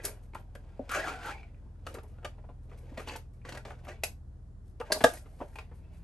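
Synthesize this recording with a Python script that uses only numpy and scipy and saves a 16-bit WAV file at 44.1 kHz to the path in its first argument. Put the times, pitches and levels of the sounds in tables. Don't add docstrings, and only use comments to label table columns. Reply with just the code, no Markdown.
import sys
import numpy as np
from scipy import signal
from scipy.fft import rfft, irfft, next_fast_len
from scipy.io import wavfile

SR = 44100
rng = np.random.default_rng(int(sys.argv[2]) if len(sys.argv) > 2 else 0)


def invert_db(x):
    u = np.asarray(x, float) / 20
    return 10 ** u


def dump_mix(stems):
    frames = np.atleast_2d(stems).T
    limited = np.clip(frames, -1, 1)
    pcm = np.round(limited * 32767).astype(np.int16)
    wavfile.write(sys.argv[1], SR, pcm)


N = 265923

# pitch_hz, relative_level_db, t60_s (before the grip shortens it)
TIN_MODES = [(269, 0, .08), (370, -8, .05), (480, -4, .06), (549, -2, .055), (610, 0, .06), (662, 0, .05),
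             (750, -3, .06), (885, -3, .07), (1010, -6, .05), (1220, -3, .06), (1290, -4, .07),
             (1410, -2, .06), (1520, -5, .05), (1640, -2, .055), (1950, -4, .05), (2260, -4, .05),
             (2450, -3, .045), (2650, -2, .05), (2900, -4, .05), (3190, -6, .04), (3470, -5, .04),
             (3950, -6, .04), (4200, -5, .04), (4450, -3, .03), (4650, -2, .035), (4850, -4, .03),
             (6340, -4, .05), (7150, -6, .05)]
# pitch_hz, relative_level_db
TABLE_THUD = [(100, -41.5), (200, -1), (300, 2), (600, 0), (1000, -0.5), (2000, -48.5)]
GRIT_COLOUR = [(300, -33), (800, -19), (1500, -0.5), (2500, -7), (4000, -14), (7000, -23.5)]
HISS_COLOUR = [(1500, -20.5), (3500, 17), (6500, 18), (9000, -2), (12000, 7.5)]
CRACK_COLOUR = [(1000, -2), (2500, -1.5), (4500, 1.5), (7000, -2), (9000, -1), (12000, 2)]
PAPER_COLOUR = [(2000, -10), (5000, -6), (7500, -8), (9000, -3.5), (12000, -2)]

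# time_s, strength_db (relative), high_over_low_ring_db, low_spot_hz, high_spot_hz
KNOCKS = [(0.001, -44, 4, 454, 1860), (0.049, -53.5, 7, 480, 1940), (0.335, -46, -0.5, 880, 2200),
          (0.348, -28, -6, 1004, 1420), (0.553, -33.5, -3, 580, 1620), (0.894, -45, 8.5, 832, 2240),
          (0.918, -36.5, 2, 750, 1380), (1.432, -65.5, 22.5, 710, 2260), (1.546, -72.5, 14.5, 800, 2430),
          (1.62, -65, -10, 990, 1400), (1.655, -62, -16, 990, 1400), (1.759, -77, 9, 800, 1400),
          (1.867, -35, -1, 472, 2900), (1.872, -40, 5.5, 480, 1250), (1.948, -30, -7, 437, 1290),
          (1.968, -28, -33, 390, 1300), (1.985, -41, 1, 494, 1350), (2.033, -37.5, -16, 504, 1220),
          (2.186, -54, 2.5, 510, 1370), (2.228, -39.5, -7.5, 500, 1280), (2.247, -36.5, 2.5, 560, 2900),
          (2.251, -24, -4.5, 586, 1210), (2.38, -42, -13, 600, 1400), (2.439, -43.5, -14, 590, 1400),
          (2.489, -35, -18, 590, 1350), (2.714, -38, -8, 510, 1250), (2.785, -70, 14, 510, 2260),
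          (2.918, -30.5, -39, 294, 990), (2.974, -25.5, -7, 680, 1900), (2.995, -30, -5.5, 494, 1200),
          (3.075, -39.5, 3.5, 950, 2920), (3.096, -40.5, 7.5, 970, 2750), (3.109, -41.5, 2, 990, 2750),
          (3.088, -41.5, 6, 1000, 4200), (3.153, -28, -9, 890, 2200), (3.417, -63.5, 6.5, 660, 2400),
          (3.451, -52, 11.5, 910, 1820), (3.488, -40, 2, 1000, 1880), (3.551, -37.5, -7, 604, 1660),
          (3.573, -33.5, -1, 560, 1780), (3.652, -33.5, -9, 506, 1670), (3.681, -41, -8, 557, 1690),
          (3.705, -35, -2, 750, 1310), (3.871, -44.5, 2, 614, 1232), (3.888, -37.5, -1, 600, 2700),
          (3.897, -46, -9, 557, 1640), (4.036, -26.5, 6, 694, 2536), (4.801, -19, -22.5, 474, 1270),
          (4.813, -29.5, 0, 838, 1200), (4.902, -12, -26, 650, 1192), (4.921, -26, 14.5, 603, 4525),
          (4.923, -28, 5, 588, 1680), (4.926, -35, 9, 605, 4700), (4.944, -25, -6.5, 600, 1220),
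          (4.958, -17.5, -22.5, 600, 1220), (4.975, -43, -11, 560, 1680), (5.006, -19, -6.5, 783, 1647),
          (5.0415, -20.5, -1, 880, 3190), (5.141, -35.5, -6.5, 705, 4250), (5.172, -56.5, 14, 675, 2030),
          (5.258, -40.5, -8, 475, 1260), (5.403, -21, -26, 690, 1190), (5.411, -16.5, -22.5, 677, 1170),
          (5.557, -37.5, 0, 955, 2450), (5.587, -35, 2.3, 990, 2434), (5.713, -38, -12.5, 465, 1217)]
USUAL_DB = -31
LOW_FOCUS_DB, HIGH_FOCUS_DB = 50, 65
DETUNE = 0.012
EVEN_CONTACT_MS, LONGER_MS_PER_DB = 2.44, 0.5978
CRACK_DB, CRACK_GROWTH = -13.5, 0.31
THUD_DB_PER_OCTAVE = 6
THUD_GROWTH = -0.32
DULL_DB_PER_OCTAVE = -10.5

# time_s, pressure_db, extra_low_ring_db, low_spot_hz, high_spot_hz
DRAG = [(0.885, -84, -9, 700, 1560), (0.896, -45, -40, 740, 1360), (0.92, -33, -58, 700, 1340),
        (0.955, -28, -3, 624, 1385), (0.985, -33.5, 3, 580, 1510), (1.028, -42.5, 1, 645, 1820),
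        (1.08, -34.5, 4, 740, 1240), (1.13, -42.5, -0.5, 770, 1500), (1.19, -51.5, 2, 660, 1390),
        (1.23, -44, -3, 740, 1510), (1.26, -39, -2, 810, 1490), (1.28, -39.5, 4.5, 894, 1380),
        (1.31, -39.5, 0.5, 800, 1410), (1.328, -44.5, -2, 830, 2480), (1.35, -59, 10.5, 760, 2120),
        (1.39, -59.5, 0, 770, 2370), (1.444, -69, 7, 700, 2240), (1.5, -72, -12, 590, 1940)]
# start_s, hold_s, pressure_db, low_spot_hz, high_spot_hz
RUBS = [(0.029, 0.026, -40.5, 348, 1760), (0.344, 0.042, -57.5, 770, 1296), (1.844, 0.11, -56, 422, 1334),
        (2.684, 0.065, -61.5, 533, 1270), (2.926, 0.04, -61, 320, 990), (2.979, 0.013, -43.5, 526, 1540),
        (3.057, 0.08, -45, 940, 3000), (3.444, 0.125, -50.5, 1250, 1990), (3.65, 0.063, -51.5, 580, 1320),
        (3.77, 0.029, -62, 604, 1520), (3.828, 0.043, -55.5, 600, 1000), (3.869, 0.03, -46, 567, 1640),
        (4.022, 0.028, -51.5, 697, 2520), (4.843, 0.034, -53.5, 630, 1630), (4.894, 0.043, -50, 619, 1560),
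        (5.042, 0.1, -50, 626, 1593), (5.378, 0.051, -59, 613, 1259), (5.549, 0.065, -59.5, 792, 1753),
        (5.896, 0.06, -72, 600, 2580)]
# time_s, pressure_db
FUMBLE = [(0, -58.5), (0.14, -60), (0.3, -80), (0.62, -70.5), (0.87, -61.5), (1.6, -78.5), (1.8, -73.5),
          (2.15, -68), (2.6, -78.5), (2.9, -62), (3.28, -99), (3.4, -83), (4.0, -76.5), (4.2, -90.5),
          (4.6, -108), (4.8, -79.5), (5.3, -71), (5.5, -68.5), (5.7, -73.5), (6.03, -76)]
# start_s, hold_s, level_db
RUSTLES = [(0.032, 0.0035, -29.5), (0.213, 0.028, -62), (1.875, 0.014, -50), (2.068, 0.025, -63),
           (2.618, 0.022, -67), (2.77, 0.021, -59.5), (2.815, 0.17, -87), (2.98, 0.019, -49),
           (3.321, 0.029, -66.5), (4.641, 0.059, -67), (4.944, 0.17, -41), (5.142, 0.017, -39.5),
           (5.257, 0.35, -63.5), (5.729, 0.045, -63), (5.92, 0.055, -63)]
FUMBLE_WOBBLE_DB = 2
RISE_DB_PER_S, FALL_DB_PER_S = 1505, 304.5
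LOW_DB, LOW_GROWTH = -3.5, 0.83
HISS_DB, HISS_GROWTH = -10, 1.9
DRAG_RUMBLE_DB, DRAG_GRIT_DB, DRAG_HISS_DB, DRAG_TONE_DB = -6.5, 0.5, -16.5, 14

# time_s, relative_level_db, tilt_db_per_octave
TICKS = [(0.051, -16.5, 8), (0.347, -45, 2), (0.397, -51, 19), (0.5513, -47.5, 0.5), (0.893, -34.5, -3.5),
         (0.915, -27, 14), (1.259, -38, 15), (1.8663, -35.5, -5), (1.942, -36, 4), (1.986, -44, -9),
         (2.0326, -54, 5), (2.2481, -32, -6), (2.7767, -53, 9), (2.976, -39.5, -6.5), (3.0742, -38.5, -7.5),
         (3.083, -43, 0.5), (3.1608, -37.5, 0), (3.4511, -44.5, -7.5), (3.491, -36, -5),
         (3.5228, -38, -6.5), (3.549, -40.5, -6), (3.5742, -42.5, 0.5), (3.651, -41.5, -8.5),
         (3.683, -51, -12), (3.846, -47, 20), (3.881, -39, -11.5), (4.0362, -15.5, 3.5), (4.8, -40.5, -5),
         (4.9225, -14, 2.5), (5.011, -31, -9.5), (5.0393, -11.5, -4.5), (5.1366, -33, 7), (5.557, -49, -1),
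         (5.587, -41.5, -6)]
TICK_MS, TICK_DB = 4.2, 7.5

# time_s, level_db
CAN_TIPS = [(.794, -22.5), (1.9435, -35), (2.975, -31)]
# pitch_hz, relative_level_db, t60_s
CAN_BASE = [(259, -4, 0.081), (557, 6, 0.026), (740, -13, 0.068)]
# time_s, level_db
LID_DROPS = [(5.0405, -5.5), (5.078, -28.5)]
# pitch_hz, relative_level_db, t60_s
OTHER_CAN = [(269, -16, .06), (487.4, -8.5, 0.054), (646.6, 1.5, 0.02), (880, -18, 0.042),
             (1220, -12, 0.026), (1640, -7, 0.052), (1876, -19, .06)]

# pitch_hz, t60_s
ECHO_T60 = [(250, 0.1), (700, 0.15), (2000, 0.15), (5000, 0.18), (11000, 0.17)]
# pitch_hz, side_over_mid (factor)
ECHO_WIDTH = [(100, 0.33), (600, 0.28), (1500, 1), (5000, 0.77), (7500, 0.69), (8600, .15)]

HUM_HZ, DRONE_HZ = 20.82, 67.8
# multiple of HUM_HZ, level_db (rms)
HUM_ORDERS = [(1, -66.5), (2, -50.5), (3, -60.5), (4, -54.5), (5, -59), (6, -59), (8, -71)]
DRONE_DB = -54.5

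# pitch_hz, relative_level_db (per Hz)
AIR_COLOUR = [(30, -26.5), (48, -14.5), (62, -8), (110, -13.5), (173, -14.5), (474, -28.5), (1690, -43),
              (2300, -53.5), (8660, -55.5), (11300, -55.5), (12500, -75.5)]
AIR_DB = -56.5
# pitch_hz, left_right_likeness (0 to 1)
AIR_LIKENESS = [(60, 0.38), (250, 0.83), (700, 0.35), (1500, 0.09), (3000, 0.4), (7500, 0.17), (8600, 0.23)]

# pitch_hz, left_lead_radians
PORT_PHASE = [(0, 0), (1700, .05), (3100, 1), (4500, .5), (7900, .7), (8600, 0), (9300, -1.5),
              (10150, -3.14), (11370, -5.2), (12050, -6.28), (12500, -6.5), (13000, -7.8), (13300, -9.4)]
# pitch_hz, level_db
TREBLE_CUT = [(11500, -1), (12700, -28), (13600, -31), (16000, -36.5)]


def knocks():
    s, low_db, edge_db, low_hz, high_hz = np.transpose(KNOCKS)
    high_db = low_db + edge_db
    crack_db = high_db + CRACK_DB + CRACK_GROWTH * (high_db - USUAL_DB)
    crack_db += 0.3 * np.minimum(edge_db, 0)
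    thud_db = low_db - 9.5 + THUD_DB_PER_OCTAVE * np.log2(low_hz / 500)
    thud_db += THUD_GROWTH * (low_db - USUAL_DB)
    contact_ms = np.maximum(EVEN_CONTACT_MS - LONGER_MS_PER_DB * np.clip(edge_db, -12, 12), 1)

    t = np.arange(3200) / SR
    hz, _, t60 = np.transpose(TIN_MODES)[:, :, None]
    fade = invert_db(-60 * t / (0.65 * t60))
    mode_size = invert_db(low_db + 5.0) * shares(low_hz, LOW_FOCUS_DB)
    mode_size += invert_db(high_db + 4.0) * shares(high_hz, HIGH_FOCUS_DB)

    out = np.zeros(N + len(t))
    for k, at in enumerate(np.round(np.maximum(s - 0.001, 0) * SR).astype(int)):
        u = t / contact_ms[k] * 1000
        weight_db, bend = rng.standard_normal((2, len(hz)))
        modes = fade * np.sin(2 * np.pi * hz * (1 + DETUNE * bend[:, None]) * t)
        ring = (mode_size[:, k] * invert_db(weight_db)) @ modes
        ring *= 1 - np.exp(-(1.3 * u) ** 1.8)
        out[at:at + len(t)] += ring

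        contact = np.sqrt(u) * np.exp(-u) * rng.standard_normal(len(t))
        grit = [(f, db + DULL_DB_PER_OCTAVE * max(np.log2(f / high_hz[k] / 2), 0)) for f, db in GRIT_COLOUR]
        noises = (grit, high_db[k] - 3.5), (TABLE_THUD, thud_db[k]), (CRACK_COLOUR, crack_db[k])
        for colour, peak_db in noises:
            noise = coloured(contact, colour)
            out[at:at + len(t)] += invert_db(peak_db) * noise / abs(noise).max()
    return out[:N]


def rubbing():
    t = np.arange(N) / SR
    coarse = t[::64]

    def fine(curve):
        return np.interp(t, coarse, curve)

    drag_s, drag_pressure_db, drag_low_db = np.transpose(DRAG)[:3]
    drag_db = np.interp(coarse, drag_s, drag_pressure_db, left=-150, right=-150)
    rub_db = strokes(coarse, *np.transpose(RUBS)[:3])
    fumble_db = np.interp(coarse, *np.transpose(FUMBLE)) + FUMBLE_WOBBLE_DB * wander(3.3, 2.0)
    high_db = 10 * np.log10(invert_db(2 * drag_db) + invert_db(2 * rub_db) + invert_db(2 * fumble_db))
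    dragging = invert_db(2 * (drag_db - high_db))
    low_db = USUAL_DB + LOW_DB + LOW_GROWTH * (high_db - USUAL_DB)
    low_db += np.interp(coarse, drag_s, drag_low_db, left=0, right=0)
    hiss_db = USUAL_DB + HISS_DB + HISS_GROWTH * (high_db - USUAL_DB) + DRAG_HISS_DB * dragging
    rustle_db = strokes(coarse, *np.transpose(RUSTLES))

    spots = sorted((row[0], *row[-2:]) for row in DRAG + RUBS)
    s, low_hz, high_hz = np.transpose(spots)
    low_hz, high_hz = np.interp(coarse, s, low_hz), np.interp(coarse, s, high_hz)

    size = invert_db(2.6 * np.minimum(rng.exponential(1, N), 4)) * rng.choice([-1., 1.], N)
    slips = evened(size * (rng.random(N) < 9000 / SR))

    out = np.zeros(N)
    drive = invert_db(low_db - 15.5) * shares(low_hz, 39.0) + invert_db(high_db - 10.5) * shares(high_hz, 14.65)
    for (hz, _, t60), share in zip(TIN_MODES, drive):
        r = 1000 ** (-1 / (0.7 * t60 * SR))
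        w = 2 * np.pi * hz / SR
        push = slips * fine(share * invert_db(4.5 * wander(34, 5.5)))
        out += signal.lfilter([np.sqrt(2 * (1 - r ** 4)) * np.sin(w)], [1, -2 * r * np.cos(w), r * r], push)

    for hz, db, width_hz in (low_hz, low_db + 7.0, 160), (high_hz, high_db + 3.5, 360):
        tone_db = db + DRAG_TONE_DB * dragging + 0.78 * wander(50, 36)
        out += resonate(slips * fine(invert_db(tone_db)), fine(hz), width_hz)

    noises = ((GRIT_COLOUR, high_db + 10.0 + DRAG_GRIT_DB * dragging),
              (TABLE_THUD, low_db + 12.0 + DRAG_RUMBLE_DB * dragging),
              (HISS_COLOUR, hiss_db), (PAPER_COLOUR, rustle_db))
    for colour, db in noises:
        out += coloured(slips * fine(invert_db(db + 2.5 * wander(120, 20))), colour)
    return out


def ticks():
    u = np.arange(1500) / SR / TICK_MS * 1000
    out = np.zeros(N + len(u))
    for s, db, tilt in TICKS:
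        colour = [(hz, level + tilt * np.log2(hz / 7000)) for hz, level in CRACK_COLOUR]
        rattle = np.sqrt(u) * np.exp(-u) * rng.standard_normal(len(u))
        tick = coloured(rattle, colour)
        at = round((s - 0.0005) * SR)
        out[at:at + len(u)] += invert_db(db + TICK_DB) * tick / abs(tick).max()
    return out[:N]


def thumps(blows, modes, rise_s, hold_s):
    t = np.arange(4000) / SR
    out = np.zeros(N + len(t))
    since_release = np.maximum(t - hold_s, 0)
    ring = sum(invert_db(db - 60 * since_release / t60) * np.sin(2 * np.pi * hz * t) for hz, db, t60 in modes)
    ring = ring * np.minimum(t / rise_s, 1)
    for s, db in blows:
        out[round(s * SR):][:len(t)] += invert_db(db) * ring
    return out[:N]


def kitchen(x):
    out = np.zeros((2, N))
    for k in range(3):
        taps = np.zeros((2, SR // 2))
        slots = np.arange(120, SR // 2 - 20, 20)
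        at = slots + rng.integers(0, 20, (2, len(slots)))
        np.put_along_axis(taps, at, rng.choice([-1., 1.], at.shape), 1)
        hz, t, (mid, side) = signal.stft(taps, SR, nperseg=256)
        width = read(ECHO_WIDTH, hz)[:, None]
        bands = np.array([mid + width * side, mid - width * side]) / np.sqrt(1 + width ** 2)
        fade = invert_db(-60 * t / read(ECHO_T60, hz)[:, None])
        tail = signal.istft(bands * fade, SR, nperseg=256)[1]
        tail = tail / np.linalg.norm(tail[0])
        turn = np.sqrt(2 / 3) * np.cos(2 * np.pi * (3.1 * np.arange(N) / SR + k / 3))
        out += signal.oaconvolve((x * turn)[None], tail, axes=1)[:, :N]
    return out


def hum():
    def smooth(top_hz):
        return np.interp(np.arange(N), np.arange(0, N, 64), wander(top_hz))

    turns = np.cumsum(HUM_HZ * (1 + 0.0034 * smooth(2.7))) / SR
    orders = np.zeros(N)
    for k, db in HUM_ORDERS:
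        swell_db = 0.47 * k * smooth(10.0)
        orders += invert_db(db + swell_db) * np.sin(2 * np.pi * (k * turns + rng.random()))
    drone_turns = np.cumsum(DRONE_HZ * (1 + 0.012 * smooth(1.7))) / SR
    drone = invert_db(DRONE_DB + 2 * smooth(4.3)) * np.sin(2 * np.pi * drone_turns)
    return np.sqrt(2) * (orders + drone)


def air():
    hz = np.fft.rfftfreq(2048, 1 / SR)
    a, b, c, d = rng.standard_normal((N // 512 + 5, 1025, 4)).T
    same = np.clip(read(AIR_LIKENESS, hz), -1, 1)[:, None]
    left, other = a + 1j * b, c + 1j * d
    right = same * left + np.sqrt(1 - same ** 2) * other
    spectra = np.array([left, right]) * invert_db(read(AIR_COLOUR, hz))[:, None]
    return invert_db(AIR_DB) * evened(signal.istft(spectra, nperseg=2048, noverlap=1536)[1][:, :N])


def shares(centre_hz, db_per_octave):
    hz, db, _ = np.transpose(TIN_MODES)[:, :, None]
    near = invert_db(db - db_per_octave * abs(np.log2(hz / centre_hz)))
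    return near / np.linalg.norm(near, axis=0)


def strokes(t, start, hold, db):
    since = t - start[:, None]
    rise_db = RISE_DB_PER_S * (since - 0.015)
    fall_db = FALL_DB_PER_S * (hold[:, None] - since)
    shape_db = np.minimum(rise_db, np.minimum(0, fall_db))
    return 10 * np.log10(np.sum(invert_db(2 * np.maximum(db[:, None] + shape_db, -150)), axis=0))


def resonate(x, hz, width_hz):
    turn = np.exp(2j * np.pi * np.cumsum(hz) / SR)
    r = np.exp(-np.pi * width_hz / SR)
    return 2 * (turn * signal.lfilter([(1 - r) ** 2], [1, -2 * r, r * r], x / turn)).real


def wander(top_hz, low_hz=0.13):
    t = np.arange(0, N, 64) / SR
    rates = np.geomspace(low_hz, top_hz, 16)
    return evened(sum(np.sin(2 * np.pi * (f * t + rng.random())) / np.sqrt(f) for f in rates))


def coloured(x, points):
    log_gain = np.log(invert_db(read(points, abs(np.fft.fftfreq(2048, 1 / SR)))))
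    response = np.exp(np.conj(signal.hilbert(log_gain)))
    return signal.oaconvolve(x, np.fft.ifft(response).real[:1024])[:len(x)]


def read(points, hz):
    f, value = np.transpose(points)
    return np.interp(np.log(hz + 1), np.log(f + 1), value)


def evened(x):
    return x / np.sqrt(np.mean(x ** 2) + 1e-20)


def scene():
    tipping = thumps(CAN_TIPS, CAN_BASE, rise_s=0.0024, hold_s=0)
    landing = thumps(LID_DROPS, OTHER_CAN, rise_s=0.0028, hold_s=0.0071)
    work = knocks() + tipping + landing + ticks() + rubbing()
    near = work * invert_db([[-2.5], [-3.5]])
    echoes = invert_db(-7.5) * kitchen(work)
    return near + echoes + hum() * invert_db([[0.2], [-0.2]]) + air()


def roll_off(x):
    return signal.sosfilt(signal.butter(12, 15960, fs=SR, output="sos"), x)


def record(dry):
    size = next_fast_len(N + 4096)
    hz = np.fft.rfftfreq(size, 1 / SR)
    turn = np.exp(0.5j * read(PORT_PHASE, hz))
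    spectra = rfft(dry, size) * invert_db(read(TREBLE_CUT, hz)) * np.array([turn, 1 / turn])
    ports = irfft(spectra, size)[:, :N]
    return roll_off(ports)


dry = scene()
out = record(dry)
dump_mix(out)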